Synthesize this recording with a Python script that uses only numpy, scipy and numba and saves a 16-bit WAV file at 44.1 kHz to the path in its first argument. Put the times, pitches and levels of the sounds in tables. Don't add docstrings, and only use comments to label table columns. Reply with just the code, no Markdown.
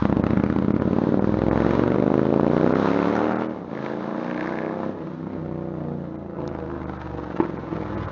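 import sys
import numpy as np
from scipy import signal
from scipy.fft import rfft, irfft
from scipy.io import wavfile
from scipy.ndimage import uniform_filter1d
from numba import njit

SR = 44100
rng = np.random.default_rng(int(sys.argv[2]) if len(sys.argv) > 2 else 0)


def generate_wav(signal):
    frames = np.transpose(np.atleast_2d(signal))
    scaled = np.clip(frames, -1, 1) * 32767
    pcm = np.round(scaled).astype(np.int16)
    wavfile.write(sys.argv[1], SR, pcm)


def voltage_ratio(decibels):
    exponent = np.asarray(decibels, float) / 20
    return 10 ** exponent


N = 357651
TIME = np.arange(N) / SR


def curves(table):
    start_s, *columns = np.transpose(table)
    return [np.interp(TIME, start_s, column) for column in columns]


def unit(x, smooth_s=0.18):
    k = int(smooth_s * SR)
    power = uniform_filter1d(uniform_filter1d(x ** 2, k), k)
    return x / np.sqrt(power + 1e-18)


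def steep(x, kind, hz, order=3):
    return signal.sosfiltfilt(signal.butter(order, hz, kind, fs=SR, output="sos"), x)


def ring(x, modes):
    out = 0
    for hz, width, db in modes:
        out = out + voltage_ratio(db) * signal.lfilter(*signal.iirpeak(hz, hz / width, fs=SR), x)
    return out


def add(out, at, shapes, first=0):
    where = at[:, None] + first + np.arange(shapes.shape[1])
    inside = (where >= 0) & (where < N)
    np.add.at(out, where[inside], shapes[inside])


# start_s [s], cycle_rate_hz [four-stroke cycles a second]
ENGINE_SPEED = [(0.0, 13.29), (0.25, 14.54), (0.5, 16.04), (0.75, 17.31), (1.0, 18.76), (1.25, 20.08),
                (1.5, 21.59), (1.8, 23.63), (2.1, 25.8), (2.4, 28.51), (2.7, 32.06), (2.95, 35.26),
                (3.15, 37.47), (3.3, 39.27), (3.45, 40.34), (3.52, 39.43), (3.6, 36.02), (3.7, 27.08),
                (3.85, 27.17), (4.05, 28.56), (4.3, 30.17), (4.55, 31.58), (4.75, 32.76), (4.94, 32.71),
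                (5.05, 30.26), (5.25, 33.09), (5.45, 30.76), (5.65, 30.98), (5.9, 29.83), (6.2, 28.68),
                (6.5, 27.14), (6.8, 25.62), (7.1, 24.04), (7.5, 22.09), (7.85, 20.39), (8.11, 19.06)]


def firings():
    start_cycle, rear_share, rear_lead_s = -.322, 300 / 720, .0011
    cycle = start_cycle + np.cumsum(curves(ENGINE_SPEED)[0]) / SR
    whole = np.arange(int(cycle[-1]))
    front = np.interp(whole, cycle, TIME)
    rear = np.interp(whole + rear_share, cycle, TIME) - rear_lead_s
    return front, rear


# start_s [s], depth_before [0-1], depth_after [0-1]
SUCTION = [(0, 0.45, 1), (1.2, 0.53, 0.31), (2.3, 0.47, 0.06), (3.4, 0.26, 0.29), (4.5, 0.4, 0.4),
           (5.5, 0.3, 0.63), (8.11, 0.44, 0.19)]
# pitch_hz [Hz], width_hz [Hz], level_db [dB]
PIPE_MODES = [(93, 42, -8.5), (200, 20, -19.5), (330, 210, -13.5), (531, 122, -7)]
# start_s [s], upper_share of the bark [0-1], burst_ms [ms], return_db from the farthest front [dB]
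GAS_CRACK = [(0, 0.41, 1.3, -21), (1.5, 0.39, 1.0, -13.5), (2.6, 0.41, 0.89, -5.5), (3.5, 0.29, 1.2, -7),
             (3.8, 0.77, 1.1, 6.5), (4.6, 0.92, 0.59, 6.5), (5.0, 0.47, 2, -23), (6.3, 0.3, 2.0, -5),
             (6.6, 0.13, 2.5, 5), (8.11, 0.38, 2.3, 3)]


def exhaust(width_ms, rear_db, scatter_db=0.8, dip_ms=0.76, before_ms=1.1, after_ms=2.275):
    front, rear = firings()
    when = np.r_[front, rear]
    at = (when * SR).astype(int)
    size_chance, width_chance, gas_chance = rng.standard_normal((3, len(at)))
    cylinder_db = np.r_[0 * front, rear_db[at[len(front):]]]
    size = voltage_ratio(scatter_db * size_chance + cylinder_db)[:, None]
    ms = 1000 * ((at[:, None] + np.arange(-256, 768)) / SR - when[:, None])

    width = (width_ms[at] * (1 + 0.11 * width_chance))[:, None]
    before, after = (depth[at][:, None] for depth in curves(SUCTION))
    shape = np.exp(-.5 * (ms / width) ** 2)
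    shape -= before * np.exp(-.5 * ((ms + before_ms) / dip_ms) ** 2)
    shape -= after * np.exp(-.5 * ((ms - after_ms) / dip_ms) ** 2)
    pulses = np.zeros(N)
    add(pulses, at, size * shape, first=-256)
    boom = pulses + ring(pulses, PIPE_MODES)

    beats = np.zeros(N)
    add(beats, at, np.ones((len(at), 1)))
    thump = steep(steep(beats, "low", 120.0), "high", 56.0)

    upper, burst_ms, _ = curves(GAS_CRACK)
    late = np.maximum(ms + 1.284, 0) / burst_ms[at][:, None]
    burst = late * (np.exp(-1.6 * late) + 0.037 * np.exp(-.4 * late))
    gate = np.zeros(N)
    add(gate, at, voltage_ratio(3.5 * gas_chance)[:, None] * burst, first=-256)
    return boom, thump, bark(gate * rng.standard_normal(N), upper)


# pitch_hz [Hz], width_hz [Hz], level_db [dB]
LOW_BARK = [(903, 423, 5.5), (1297, 530, 0.5)]
HIGH_BARK = [(1654, 360, 2), (2072, 385, -7.5), (3570, 400, -18)]


def bark(noise, upper):
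    low = ring(ring(noise, LOW_BARK), LOW_BARK)
    high = ring(ring(noise, HIGH_BARK), HIGH_BARK)
    return (1 - upper) * low + upper * high


# start_s [s], peak_db [dB], pitch_hz [Hz], crack_db [dB], t60_s [s]
BACKFIRES = [
    (5.268, -22, 322, -10, 0.042),
    (6.387, -20, 333, -12, 0.053),
    (7.4009, -4.5, 330, -3, 0.051),
    (7.425, -15.5, 342, -29, 0.052),
    (7.45, -31, 335, 3, 0.03),
    (7.727, -26, 330, -16, 0.083),
]


def backfires():
    out, t = np.zeros(N), np.arange(4096) / SR
    for s, db, hz, crack_db, t60 in BACKFIRES:
        fall = np.exp(-np.log(1000) * t / t60) * (1 - np.exp(-t / 0.00019))
        overtone = 0.56 * np.sin(2 * np.pi * 2.655 * hz * t) * fall
        blast = -np.sin(2 * np.pi * hz * t) - overtone
        crack = bark(rng.standard_normal(len(t)), 0.6) * voltage_ratio(crack_db - 6.0)
        pop = voltage_ratio(db) * fall * (blast + crack)
        add(out, np.array([int(s * SR)]), pop[None])
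    return steep(out, "low", 3900.)


def echo(x, table):
    ms, db = curves(table)
    return voltage_ratio(db) * np.interp(TIME - ms / 1000, TIME, x, left=0)


# start_s [s], delay_ms [ms], level_db [dB]
FENCE = [(0, 9.85, -11.5), (1.4, 9.6, -15.5), (2.0, 8.36, -16), (3.5, 11.2, -28), (3.8, 9.44, -11),
         (4.9, 9.16, -9), (5.4, 14, -20.5), (8.11, 15.2, -10.5)]
KERB = [(0, 4.6, -24.5), (1.002, 5, -17), (2.4, 7.5, -23.5), (3.5, 7, -19), (3.8, 6, -14.5),
        (4.9, 6, -12.5), (5.05, 5.7, -9), (5.5, 5.5, -6.5), (6.3, 6, -6.5), (6.8, 6.4, -4.5), (7.3, 6, 9.5),
        (8.11, 6, 4.5)]
PORCH = [(0, 14.6, -20.5), (1.498, 13.2, -18), (2.601, 14.5, -25), (2.801, 14, -15.5), (3.452, 11.7, -7.5),
         (3.798, 21, -9.5), (4.602, 14, -10.5), (5.0, 12.2, -9), (6.3, 12, -11), (8.11, 13, -8.5)]


def reflections(boom, crack):
    boom = boom + echo(boom, FENCE) + echo(boom, KERB) + echo(boom, PORCH)
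    return_db = curves(GAS_CRACK)[2] + 15.5
    crack = crack + echo(crack, KERB) + voltage_ratio(return_db) * echo(crack, PORCH)
    return steep(boom, "high", 105.), crack


@njit
def street(x, lags, gain, damp):
    line, soft, out = np.zeros((8, 4096)), np.zeros(8), np.zeros(len(x))
    for i in range(len(x)):
        total = 0.
        for k in range(8):
            soft[k] += (1 - damp) * (gain[k] * line[k, (i - lags[k]) & 4095] - soft[k])
            total += soft[k]
        out[i] = soft[0] - soft[3] + soft[5] - soft[6]
        for k in range(8):
            line[k, i & 4095] = x[i] + soft[k] - total / 4
    return out


def street_wash(x, t60_s=0.68, damp=0.5):
    lags = rng.integers(700, 2800, size=8)
    return street(x, lags, voltage_ratio(-60 * lags / SR / t60_s), damp)


# start_s [s], peak_db [dB], pitch_hz [Hz]
DRIP = [
    (6.4762, -34, 4640),
]


def drip():
    (s, db, hz), t = DRIP[0], np.arange(512) / SR
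    splash = ring(rng.standard_normal(len(t)), [(hz, 2400, 12.)])
    splash = splash * t / 0.0008 * np.exp(-t / 0.0009)
    out = np.zeros(N)
    add(out, np.array([int(s * SR)]), voltage_ratio(db) * splash[None])
    return out


def coloured(points):
    hz, db = np.transpose(points)
    bins = np.arange(1, N // 2 + 2) * SR / N
    colour = voltage_ratio(np.interp(np.log(bins), np.log(hz), db))
    x = irfft(rfft(rng.standard_normal(N)) * colour, N)
    return x / x.std()


def walk(rate):
    k = int(SR / rate)
    held = np.repeat(rng.standard_normal(N // k + 1), k)
    return 1.9 * uniform_filter1d(uniform_filter1d(held, k), k)[:N]


# pitch_hz [Hz], level_db [dB per Hz]
TYRE_HISS = [(400, -18), (1000, 11.5), (1600, 3), (2200, -10), (3100, -12), (3800, -10), (4800, -20),
             (6800, -25.5), (9000, -38)]


def tyre_hiss(hiss_db):
    return coloured(TYRE_HISS) * voltage_ratio(hiss_db + 15.0 + 1.2 * walk(12))


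# pitch_hz [Hz], level_db [dB per Hz]
TOWN_RUMBLE = [(15, -55), (50, -18.5), (120, -3), (300, -8), (600, -2), (1400, -19), (3000, -45.5)]


def town_rumble(level_db=-47):
    return coloured(TOWN_RUMBLE) * voltage_ratio(level_db + 1.5 * walk(2.766))


# start_s [s], exhaust_db [dB], thump_db [dB], crack_db [dB], hiss_db [dB],
# pulse_width_ms [ms], street_db [dB], rear_cylinder_db [dB]
RIDE = [(0.0, -21.5, -29, -33, -55.5, 0.46, -8, 2), (0.22, -21.5, -30, -34.5, -58.5, 0.39, -5, 0),
        (0.44, -22.5, -31.5, -34.5, -58, 0.49, -5.5, -1.5), (0.66, -22, -34, -38, -57.5, 0.51, -5, -2),
        (0.88, -23, -32, -38, -56.5, 0.41, -6.5, 4), (1.1, -19.5, -40, -38.5, -56.5, 0.45, -8.5, 0),
        (1.32, -23.5, -29, -36.5, -57.5, 0.41, -8.5, 5), (1.54, -20.5, -28, -33, -53, 0.34, -6, -1),
        (1.76, -21.5, -32.5, -31.5, -50.5, 0.41, -4.5, 2), (1.98, -20, -39, -33.5, -53.5, 0.34, -10.5, 0),
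        (2.2, -19.5, -41, -35, -55.5, 0.41, -9, 0.5), (2.42, -19.5, -41, -36.5, -54.5, 0.36, -9.5, -5.5),
        (2.64, -19, -41, -33, -50.5, 0.39, -10, 1.5), (2.86, -21, -44, -30.5, -48.5, 0.34, -9, 2.5),
        (3.08, -21.5, -43, -29.5, -52.5, 0.34, -7, -0.5), (3.3, -22.5, -44.5, -31, -54.5, 0.19, -6, 2.5),
        (3.42, -28, -58, -34.5, -53.5, 0.27, -8.5, 5), (3.48, -33.5, -57, -40.5, -62, 0.32, -4.5, -5),
        (3.58, -34, -60, -46.5, -62.5, 0.44, -10.5, -7), (3.68, -35, -51, -52, -66.5, 0.43, -4.5, -4.5),
        (3.73, -30.5, -54, -42, -60.5, 0.35, -6, 2), (3.85, -27.5, -54, -39, -53, 0.33, -10, 0.5),
        (4.0, -31, -49, -46, -58.5, 0.23, -2.5, -4), (4.15, -28.5, -58.5, -48.5, -57.5, 0.23, -6.5, -0.5),
        (4.3, -28.5, -54, -38, -57.5, 0.27, -9, 0.5), (4.45, -28, -46, -36, -56.5, 0.17, -11, 2.5),
        (4.6, -27, -50, -40.5, -61, 0.24, -6, -1.5), (4.75, -27.5, -56, -42, -59.5, 0.22, -11, 2.5),
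        (4.9, -28.5, -57, -43.5, -61, 0.34, -3, 6.5), (4.96, -41.5, -56, -50.5, -65.5, 0.39, 8.5, -9.5),
        (5.03, -35.5, -49, -48, -65, 0.4, -10.5, 4), (5.12, -33, -60, -49, -64, 0.6, -4.5, -13),
        (5.24, -31, -51, -49, -71, 0.59, -7, 4), (5.3, -35.5, -58, -49, -68, 0.4, 6, 12),
        (5.36, -33.5, -43, -47.5, -67, 0.44, -12, 0.5), (5.5, -30, -40.5, -47, -66.5, 0.38, -9.5, 1),
        (5.7, -30.5, -44, -49, -67, 0.32, -5, -1), (5.9, -31, -43.5, -49, -68, 0.39, -6, 4.5),
        (6.1, -32.5, -48, -52, -69, 0.45, -6.5, 1), (6.25, -37.5, -42, -51.5, -70.5, 0.29, 0.5, 7),
        (6.36, -41, -50, -50.5, -77, 0.32, 6, 10), (6.4, -27, -42, -45, -65, 0.31, -5, -3),
        (6.55, -31.5, -38.5, -42.5, -69, 0.3, -6.5, 7), (6.7, -35.5, -38.5, -44, -67, 0.28, 1, -6),
        (6.85, -32.5, -36.5, -40.5, -64.5, 0.34, -12, 2), (7.0, -36.5, -38.5, -39, -61.5, 0.34, -13, -1),
        (7.15, -34.5, -35, -40, -65, 0.37, -1, 10), (7.3, -33, -41, -39, -60.5, 0.4, -30, -4),
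        (7.38, -28.5, -48, -37.5, -64, 0.32, -21, -1), (7.5, -33.5, -41, -36.5, -63.5, 0.37, -4, 10),
        (7.6, -34, -39, -46, -60.5, 0.4, -1, 8), (7.7, -40, -45, -41, -65, 0.43, 1.5, 8),
        (7.75, -26.5, -37, -36, -60.5, 0.39, -12, 2), (7.9, -32.5, -35.5, -42, -58.5, 0.38, 3.5, -2.5),
        (8.0, -39, -31, -38.5, -58.5, 0.27, -3, 10), (8.11, -36, -33, -40.5, -58, 0.27, 5, 6)]


def scene():
    boom_db, thump_db, crack_db, hiss_db, width_ms, street_db, rear_db = curves(RIDE)
    boom, thump, crack = exhaust(width_ms, np.clip(rear_db, -2.5, 7))
    boom, crack = reflections(boom, crack)
    bike = unit(boom) * voltage_ratio(boom_db) + unit(crack) * voltage_ratio(crack_db - 2.0)
    surge = unit(thump) * voltage_ratio(thump_db)
    pops = backfires()
    wash = voltage_ratio(-4.0) * street_wash(bike * voltage_ratio(street_db) + pops * voltage_ratio(-14.5))
    mix = bike + surge + pops + wash + drip() + tyre_hiss(hiss_db) + town_rumble()
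    return mix[None]


TREBLE_GAPS = [.227, 0.734, .798, 1.2, 1.505, 2.738, 3.344, 3.378, 3.484, 6.173, 6.857, 6.984, 7.580, 7.964,
               8.07]


def treble_losses(x):
    dull = steep(x, "low", 2600., order=8)
    lost = sum(np.exp(-((TIME - s) / 0.011) ** 4) for s in TREBLE_GAPS)
    return x + np.clip(lost, 0, 1) * 0.77 * (dull - x)


def roll_off(x):
    return signal.sosfilt(signal.butter(12, 7180, fs=SR, output="sos"), x)


def record(dry):
    x = treble_losses(steep(dry, "high", 52.0))
    top_hz = 7000
    x = signal.sosfiltfilt(signal.cheby2(10, 40, 1.112 * top_hz, fs=SR, output="sos"), x)
    mix = x + voltage_ratio(-89.0) * rng.standard_normal(x.shape)
    return roll_off(mix)


dry = scene()
out = record(dry)
generate_wav(out)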